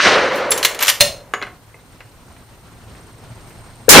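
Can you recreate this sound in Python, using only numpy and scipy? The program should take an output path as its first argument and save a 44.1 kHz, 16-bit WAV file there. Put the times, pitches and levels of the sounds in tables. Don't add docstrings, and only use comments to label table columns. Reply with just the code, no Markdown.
import sys
import numpy as np
from scipy import signal
from scipy.fft import rfft, irfft
from scipy.io import wavfile

SR = 44100
rng = np.random.default_rng(int(sys.argv[2]) if len(sys.argv) > 2 else 0)


def pcm_store(signal):
    levels = np.round(np.clip(np.atleast_2d(signal), -1, 1) * 32767)
    wavfile.write(sys.argv[1], SR, levels.astype(np.int16).T)


def voltage_ratio(level):
    return 10 ** (np.asarray(level, float) / 20)


N = 176400
SIDES = np.array([[1], [-1]])


def rms_one(x):
    return x / np.sqrt(np.mean(x ** 2) + 1e-20)


def in_time(rows):
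    s, *columns = np.transpose(rows)
    return [np.interp(np.arange(N) / SR, s, c) for c in columns]


def at_hz(points, hz):
    points = np.array(points)
    return np.interp(np.log(hz), np.log(points[:, 0]), points[:, 1])


def drift(rate, size):
    r = np.exp(-80 * np.pi * rate / SR)
    white = rng.standard_normal(size // 40 + 2002)
    slow = signal.lfilter([1], [1, -2 * r, r * r], white)[2000:]
    return np.interp(np.arange(size) / 40, np.arange(len(slow)), rms_one(slow))


def bands(size, gain_db, width, wider_db=0.0, patchy_db=0.0, rate=20.0):
    out, together = 0, drift(rate / 3, size)
    edges = 24 * 2 ** np.arange(0, 9.6, .5)
    white = rng.standard_normal((2, 2, size + 4000))
    for k, (low, high) in enumerate(zip(edges, edges[1:])):
        sos = signal.butter(2, [low, high], "band", fs=SR, output="sos")
        mid, side = signal.sosfilt(sos, white[k % 2])[:, 4000:]
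        hz = np.sqrt(low * high)
        side_gain = np.minimum(1, voltage_ratio(at_hz(width, hz) + wider_db))
        patches = patchy_db * (together + drift(rate, size))
        gain = voltage_ratio(gain_db(hz) + patches) / np.sqrt(1 + side_gain ** 2)
        out = out + gain * (mid + side_gain * side * SIDES)
    return out


# (frequency [Hz], side over mid [dB])
WIDE_IMAGE = [(60, -12.5), (150, -12), (500, -12), (1000, -14.5), (2000, -1.5), (8000, -11)]


def resonant_noise(hz, width_hz):
    sos = signal.butter(1, [hz - width_hz / 2, hz + width_hz / 2], "band", fs=SR, output="sos")
    mid, side = signal.sosfilt(np.vstack([sos, sos]), rng.standard_normal((2, N)))
    return rms_one(mid + voltage_ratio(at_hz(WIDE_IMAGE, hz)) * side * SIDES)


# (frequency [Hz], side over mid [dB])
NARROW_IMAGE = [(100, -22.5), (1000, -23.5), (4000, -14.5), (8000, -10.5), (12000, -1.5)]
# (time [s], level [dB], dulling by distance [0-1])
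ECHO_RETURNS = [(0, -10.5, 0.67), (.022, -20.5, 0.13), (.072, -9.5, 0.4), (.1, -16, 0.31), (.18, -14, 0.56),
                (.3, -21, 0.59), (.5, -26, 0.7), (.95, -43.5, 0.67), (1.5, -59, 1)]
# (frequency [Hz], level [dB per Hz])
NEAR_COLOUR = [(50, -26.5), (380, -9), (900, -10.5), (1850, -0.5), (3300, -7.5), (4000, 2), (10400, -25),
               (15700, -56)]
FAR_COLOUR = [(29, -68), (50, -22), (269, -7), (469, 5.5), (596, -1), (672, 1), (758, 1.5), (1760, -8.5),
              (15700, -60.5)]


def echo():
    size = int(1.5 * SR)
    level_db, far = [c[:size] for c in in_time(ECHO_RETURNS)]
    late_db = -15 * np.exp(-(np.arange(size) / SR / 0.022) ** 2)

    def colour(hz):
        mix = (1 - far) * at_hz(NEAR_COLOUR, hz) + far * at_hz(FAR_COLOUR, hz)
        return mix + late_db * (hz < 1000)

    roar = voltage_ratio(level_db + 4) * rms_one(bands(size, colour, NARROW_IMAGE, patchy_db=0.87, rate=33.0))
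    ridge_db, ridge_hz, ridge_width_hz = 0.5, 547, 114
    ridge = resonant_noise(ridge_hz, ridge_width_hz)[:, :size].mean(0)
    roar = roar + voltage_ratio(level_db + late_db + ridge_db) * np.clip(far, 0, 1) * ridge
    squashed = 1.14 * np.tanh(roar / 1.244)
    roar = signal.sosfilt(signal.butter(2, 7500, fs=SR, output="sos"), squashed)
    fade = np.minimum(1, np.arange(size)[::-1] / 4000)
    return np.pad(roar * fade, ((0, 0), (0, N - size)))


# (centre time [s], half width [s], level [dB])
HAND_SLIDES = [
    (.33, 0.01, -59),
    (0.366, 0.025, -34),
    (0.411, 0.0096, -50),
    (0.599, 0.033, -40),
    (3.5, 0.037, -50),
]


def hand():
    t = np.arange(N) / SR
    high_pass = signal.butter(2, 3000, "high", fs=SR, output="sos")
    rub = signal.sosfilt(high_pass, rng.standard_normal((2, N)))
    strokes = sum(voltage_ratio(db) * np.exp(-((t - s) / w) ** 2) for s, w, db in HAND_SLIDES)
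    return rub * voltage_ratio(2 * drift(60.0, N)) * strokes


def blows(rows, spectrum, modes, t60, modes_db, rise, ring_t60, beat_hz=16.5, rattle_db=6):
    out, t = np.zeros((2, N + SR)), np.arange(SR // 3) / SR
    hz = np.maximum(np.arange(len(t) // 2 + 1) * SR / len(t), 20)
    mode_hz, mode_db, mode_t60 = np.transpose(modes)[:, :, None]
    mode_width = voltage_ratio(at_hz(NARROW_IMAGE, mode_hz))
    shake = drift(110, SR)
    for s, db, tilt, ring_hz, ring_db in rows:
        noise = rng.standard_normal((2, len(t)))
        chance = rng.standard_normal((2, len(modes), 1))
        rattle = rattle_db * np.array([np.roll(shake, int(c * SR))[:len(t)] for c in chance[0, :, 0]])

        shape = voltage_ratio(at_hz(spectrum, hz) + tilt * np.log2(np.maximum(hz, 500) / 3000))
        width = [np.ones_like(hz), voltage_ratio(at_hz(NARROW_IMAGE, hz))]
        mid, side = irfft(rfft(noise) * shape * width, len(t))
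        crack = rms_one(mid + side * SIDES) * voltage_ratio(-60 * np.maximum(t - rise, 0) / t60 - 7.0)

        ring_level = voltage_ratio(ring_db + .5 * rattle[0] * (ring_hz < 6000) - 60 * t / ring_t60)
        ring_skew = SIDES * voltage_ratio(at_hz(NARROW_IMAGE, ring_hz))
        ring = ring_level * np.sin(2 * np.pi * ring_hz * t + ring_skew) * np.cos(np.pi * beat_hz * t)

        body = voltage_ratio(modes_db + mode_db + 2 * chance[0] + rattle - 60 * t / mode_t60)
        skew = SIDES[:, None] * mode_width * chance[1]
        body = np.sum(body * np.sin(2 * np.pi * mode_hz * t + skew), axis=1)
        i = int(s * SR)
        out[:, i:i + len(t)] += voltage_ratio(db) * (crack + ring + body) * np.minimum(1, t / rise)
    return out[:, :N]


# (time [s], peak level [dB], tilt [dB per octave], ring [Hz], ring level [dB])
OPENING_CLACKS = [
    (0.5063, -12.5, 6, 10320, 6.5),
    (0.579, -10.5, 3, 5860, -18.5),
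    (0.6283, -5, -1, 4320, -11),
    (0.6384, -9, 5, 3970, -6.5),
    (0.6484, 5, -0.2, 4117, -18),
    (0.7465, -18, -1, 12300, -13),
]
SHUTTING_CLACKS = [
    (0.7904, -12.5, -2.1, 10370, -13),
    (0.825, -2.5, -0.3, 12370, -6),
    (0.8599, -11, -0.37, 3830, -17.5),
    (.8692, -5.5, 0.61, 6680, -19),
    (.8982, -0.5, 1.2, 11980, -22.5),
    (0.8804, 2, -0.15, 5650, -16),
]
STEEL_GRINDS = [
    (.514, -1.5, 0, 7550, -4),
    (.805, -10.5, -3, 12300, -10),
    (.829, -9.5, -1.5, 12470, 2.5),
    (.844, -10.5, 0, 4040, -11),
    (.872, -20, -8.5, 6680, -18.5),
    (.886, 0.5, 1.5, 5620, -19),
    (.815, -11, -5, 2300, -18),
    (.919, -39, 5, 3920, -19.5),
]
SPRING_TICKS = [(.501, -24, 1.5, 7950, -18), (.5065, -21, -3, 12900, 8), (.5766, -3, 5, 11600, -19),
                (.612, -34, 1, 12800, -9.5), (.6495, -10, -3, 15500, 6), (.652, -17, -4, 14100, 9),
                (.8055, -13, -1, 12100, -4), (.8788, -9, 10, 6890, -20.5), (1.3364, -22, 5, 8600, -11),
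                (.8975, -12.5, 0.5, 11920, 6), (.5145, -21, 0, 10350, 14)]
LOCK_BLOWS = [
    (1.002, -16, 4, 4000, -6.5),
    (1.0068, 9, 1, 4183, -11),
]
# (frequency [Hz], level [dB])
STEEL_COLOUR = [(120, -36), (250, -34), (600, -11), (1960, -1), (4070, -3), (4900, -6.5), (6200, -4.5),
                (15700, -15.5)]
# (frequency [Hz], level [dB], T60 [s])
OPEN_MODES = [(128, -25, 0.022), (584, -9, 0.1), (635, -10, 0.15), (1185, -4.5, 0.14), (2970, 3, 0.08),
              (3700, -1, 0.025), (6400, -16, 0.13), (6672, -8.5, 0.13), (8600, -8, 0.13), (10100, -8, 0.14),
              (12500, -11.5, 0.19), (13200, -14.5, 0.21), (16000, 4.5, .12)]
CLOSED_MODES = [(125, -12.5, 0.047), (583, -9.5, 0.14), (641, -9.5, 0.11), (703, -9, 0.101),
                (2470, -9, .08), (2825, -8.5, 0.1), (3580, -0.5, 0.059), (3810, -5.5, 0.058),
                (6400, -12, 0.14), (6540, -11.5, 0.19), (9050, -8, 0.11), (12170, -16, .1),
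                (13000, -16, .1), (15610, -5, 0.118)]


def lever():
    steel_t60, ring_t60, open_db, hit_rise = 0.05, 0.063, -35, 0.00076
    clacks = list(OPENING_CLACKS) + list(SHUTTING_CLACKS)
    out = blows(clacks, STEEL_COLOUR, OPEN_MODES, steel_t60, open_db, hit_rise, ring_t60)
    out = out + blows(STEEL_GRINDS, STEEL_COLOUR, OPEN_MODES, steel_t60, open_db, 0.0059, ring_t60)
    out = out + blows(SPRING_TICKS, STEEL_COLOUR, OPEN_MODES, 0.0065, open_db, 0.00032, 0.028, beat_hz=3.7)
    return out + blows(LOCK_BLOWS, STEEL_COLOUR, CLOSED_MODES, steel_t60, -15.5, hit_rise, 0.068,
                       rattle_db=4.5)


# (time [s], peak level [dB], tilt [dB per octave], ring [Hz], ring level [dB])
BRASS_BOUNCES = [
    (1.3366, -5.5, -1.9, 6740, -27.5),
    (1.415, -19, -3.5, 6675, -43),
    (1.4256, -13.5, -0.5, 6675, -47),
    (1.467, -24.5, -3, 6675, -45),
    (1.742, -35, -9, 6675, -44),
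    (2.004, -28.5, 0, 6675, -56),
    (2.364, -39.5, 4, 6675, -44),
    (2.95, -50, -9, 6740, -47),
    (3.505, -35, 3, 6675, -47),
    (3.245, -41, -2, 6675, -45),
]
BRASS_TOUCHES = [
    (1.4249, -13, 2, 4100, -12),
    (1.4154, -23, 1.5, 3300, -10),
    (1.7435, -35, 2, 2100, -9),
    (2.0046, -29, 2, 2100, -5),
    (2.951, -36, 2.5, 2500, -10),
]
# (frequency [Hz], level [dB])
BENCH_COLOUR = [(90, -42), (200, -12.5), (700, -5), (1770, 1.5), (2900, -4), (3500, -13), (6200, -24),
                (14000, -35.5)]
# (frequency [Hz], level [dB], T60 [s])
CASE_MODES = [(403, -13.5, 0.1), (732, -6, 0.11), (1670, 4, 0.022), (2100, 2.5, 0.064), (2550, -8, 0.091),
              (1570, -14, 0.13), (1083, -6, 0.1)]


def spent_case():
    case_db = -17.5
    touches = blows(BRASS_TOUCHES, BENCH_COLOUR, CASE_MODES, 0.0065, case_db, 0.00032, .02)
    return touches + blows(BRASS_BOUNCES, BENCH_COLOUR, CASE_MODES, 0.059, case_db, 0.00076, 0.29, beat_hz=10.6)


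# (frequency [Hz], T60 [s])
SHELTER_DECAY = [(300, 0.61), (2000, 0.29), (8000, 0.3), (15000, 0.26)]


def shelter(x):
    t = np.arange(SR // 2) / SR
    tail = bands(len(t), lambda hz: -60 * t / at_hz(SHELTER_DECAY, hz), NARROW_IMAGE, wider_db=1.0)
    tail = tail * np.minimum(1, t / 0.011)
    tail = tail / np.sqrt(np.sum(tail[0] ** 2))
    return voltage_ratio(-9.5) * signal.fftconvolve(x.mean(0)[None], tail, axes=1)[:, :N]


# (frequency [Hz], level [dB per Hz])
AIR_COLOUR = [(15, -37), (25, -4), (107, -3.5), (391, -15), (810, -15.5), (7010, -34), (8460, -35),
              (9680, -39.5), (15700, -53)]


def wind_and_traffic():
    return rms_one(bands(N, lambda hz: at_hz(AIR_COLOUR, hz), WIDE_IMAGE, patchy_db=1.42, rate=32.0))


def engine_drone():
    return voltage_ratio(-8 + 3.3 * drift(5.9, N)) * resonant_noise(111.5, 11)


def insect():
    since = np.arange(N) / SR - 3.301
    turn = (since * 17.45 + .25) % 1 - .25
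    second = voltage_ratio(-5) * np.exp(-((turn - .42) / .09) ** 2)
    pulses = .3 + np.exp(-(turn / .11) ** 2) + second
    level = voltage_ratio(-14 + 2 * since + 1.5 * drift(7.5, N))
    song_hz, fall_hz = 8580, 120
    pitch = song_hz - fall_hz * np.tanh(6 * turn) * (turn < .25) + 40 * drift(30.0, N)
    note = np.sin(2 * np.pi * np.cumsum(pitch) / SR)
    rasp = (.45 + .3 * pulses) * resonant_noise(song_hz, 800)
    return level * (rasp + voltage_ratio(5) * (pulses - .2) * note)


# (time [s], level [dB])
GAIN_CREEP = [(1.25, -48), (1.76, -46), (3.86, -40.5)]


def field():
    far_insect = voltage_ratio(-25) * resonant_noise(4150, 300)
    bed = wind_and_traffic() + engine_drone() + insect() + far_insect
    return voltage_ratio(in_time(GAIN_CREEP)[0]) * bed + voltage_ratio(-55) * rng.standard_normal((2, N))


# (frequency [Hz], level [dB per Hz])
CRACK_COLOUR = [(35, -34), (200, -5), (1130, -4), (1390, -3.5), (1800, -4), (3150, -8.5), (6960, -1),
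                (15700, -11.5)]
BOOM_COLOUR = [(30, -33), (60, -19), (100, -8), (525, -1), (1290, -4), (2300, -4.5), (3880, -9.5),
               (15700, -33.5)]


def shot():
    t = np.arange(N) / SR
    jolt_s, gas_s = 3.8813, 3.8912
    since = np.maximum(t - jolt_s, 0)
    balance = np.array([np.ones(N), voltage_ratio(-10) * (since < .0042)])
    thump = np.sin(2 * np.pi * 480 * since)
    knock = 0.42 * np.exp(-since / .004) * np.sin(2 * np.pi * 1600 * since)
    jolt = voltage_ratio(2) * balance * np.minimum(1, since / .003) ** 2 * (thump + knock)
    jolt = jolt * voltage_ratio(-60 * np.maximum(t - gas_s, 0) / 0.014)
    after = t[int(gas_s * SR):] - gas_s
    crack = rms_one(bands(len(after), lambda hz: at_hz(CRACK_COLOUR, hz), WIDE_IMAGE, wider_db=11.0))
    crack = crack * voltage_ratio(18.5 - 60 * after / 0.15)
    boom = rms_one(bands(len(after), lambda hz: at_hz(BOOM_COLOUR, hz), WIDE_IMAGE, wider_db=-0.5))
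    boom = boom * voltage_ratio(8.5) * np.clip(after / 0.11, 0, 1)
    return jolt + np.pad(crack + boom, ((0, 0), (N - len(after), 0)))


def scene():
    near = lever() + spent_case()
    return echo() + hand() + near + shelter(near) + field() + shot()


def low_pass(x):
    return signal.sosfilt(signal.butter(12, 15880, fs=SR, output="sos"), x)


def record(dry):
    top_limit = signal.cheby2(10, 50, 15900 + 500, fs=SR, output="sos")
    overloaded = np.clip(signal.sosfilt(top_limit, dry), -1.0, 1.0)
    notch_hz, notch_width_hz = 7850, 150
    mix = signal.lfilter(*signal.iirnotch(notch_hz, notch_hz / notch_width_hz, fs=SR), overloaded)
    return low_pass(mix)


dry = scene()
out = record(dry)
pcm_store(out)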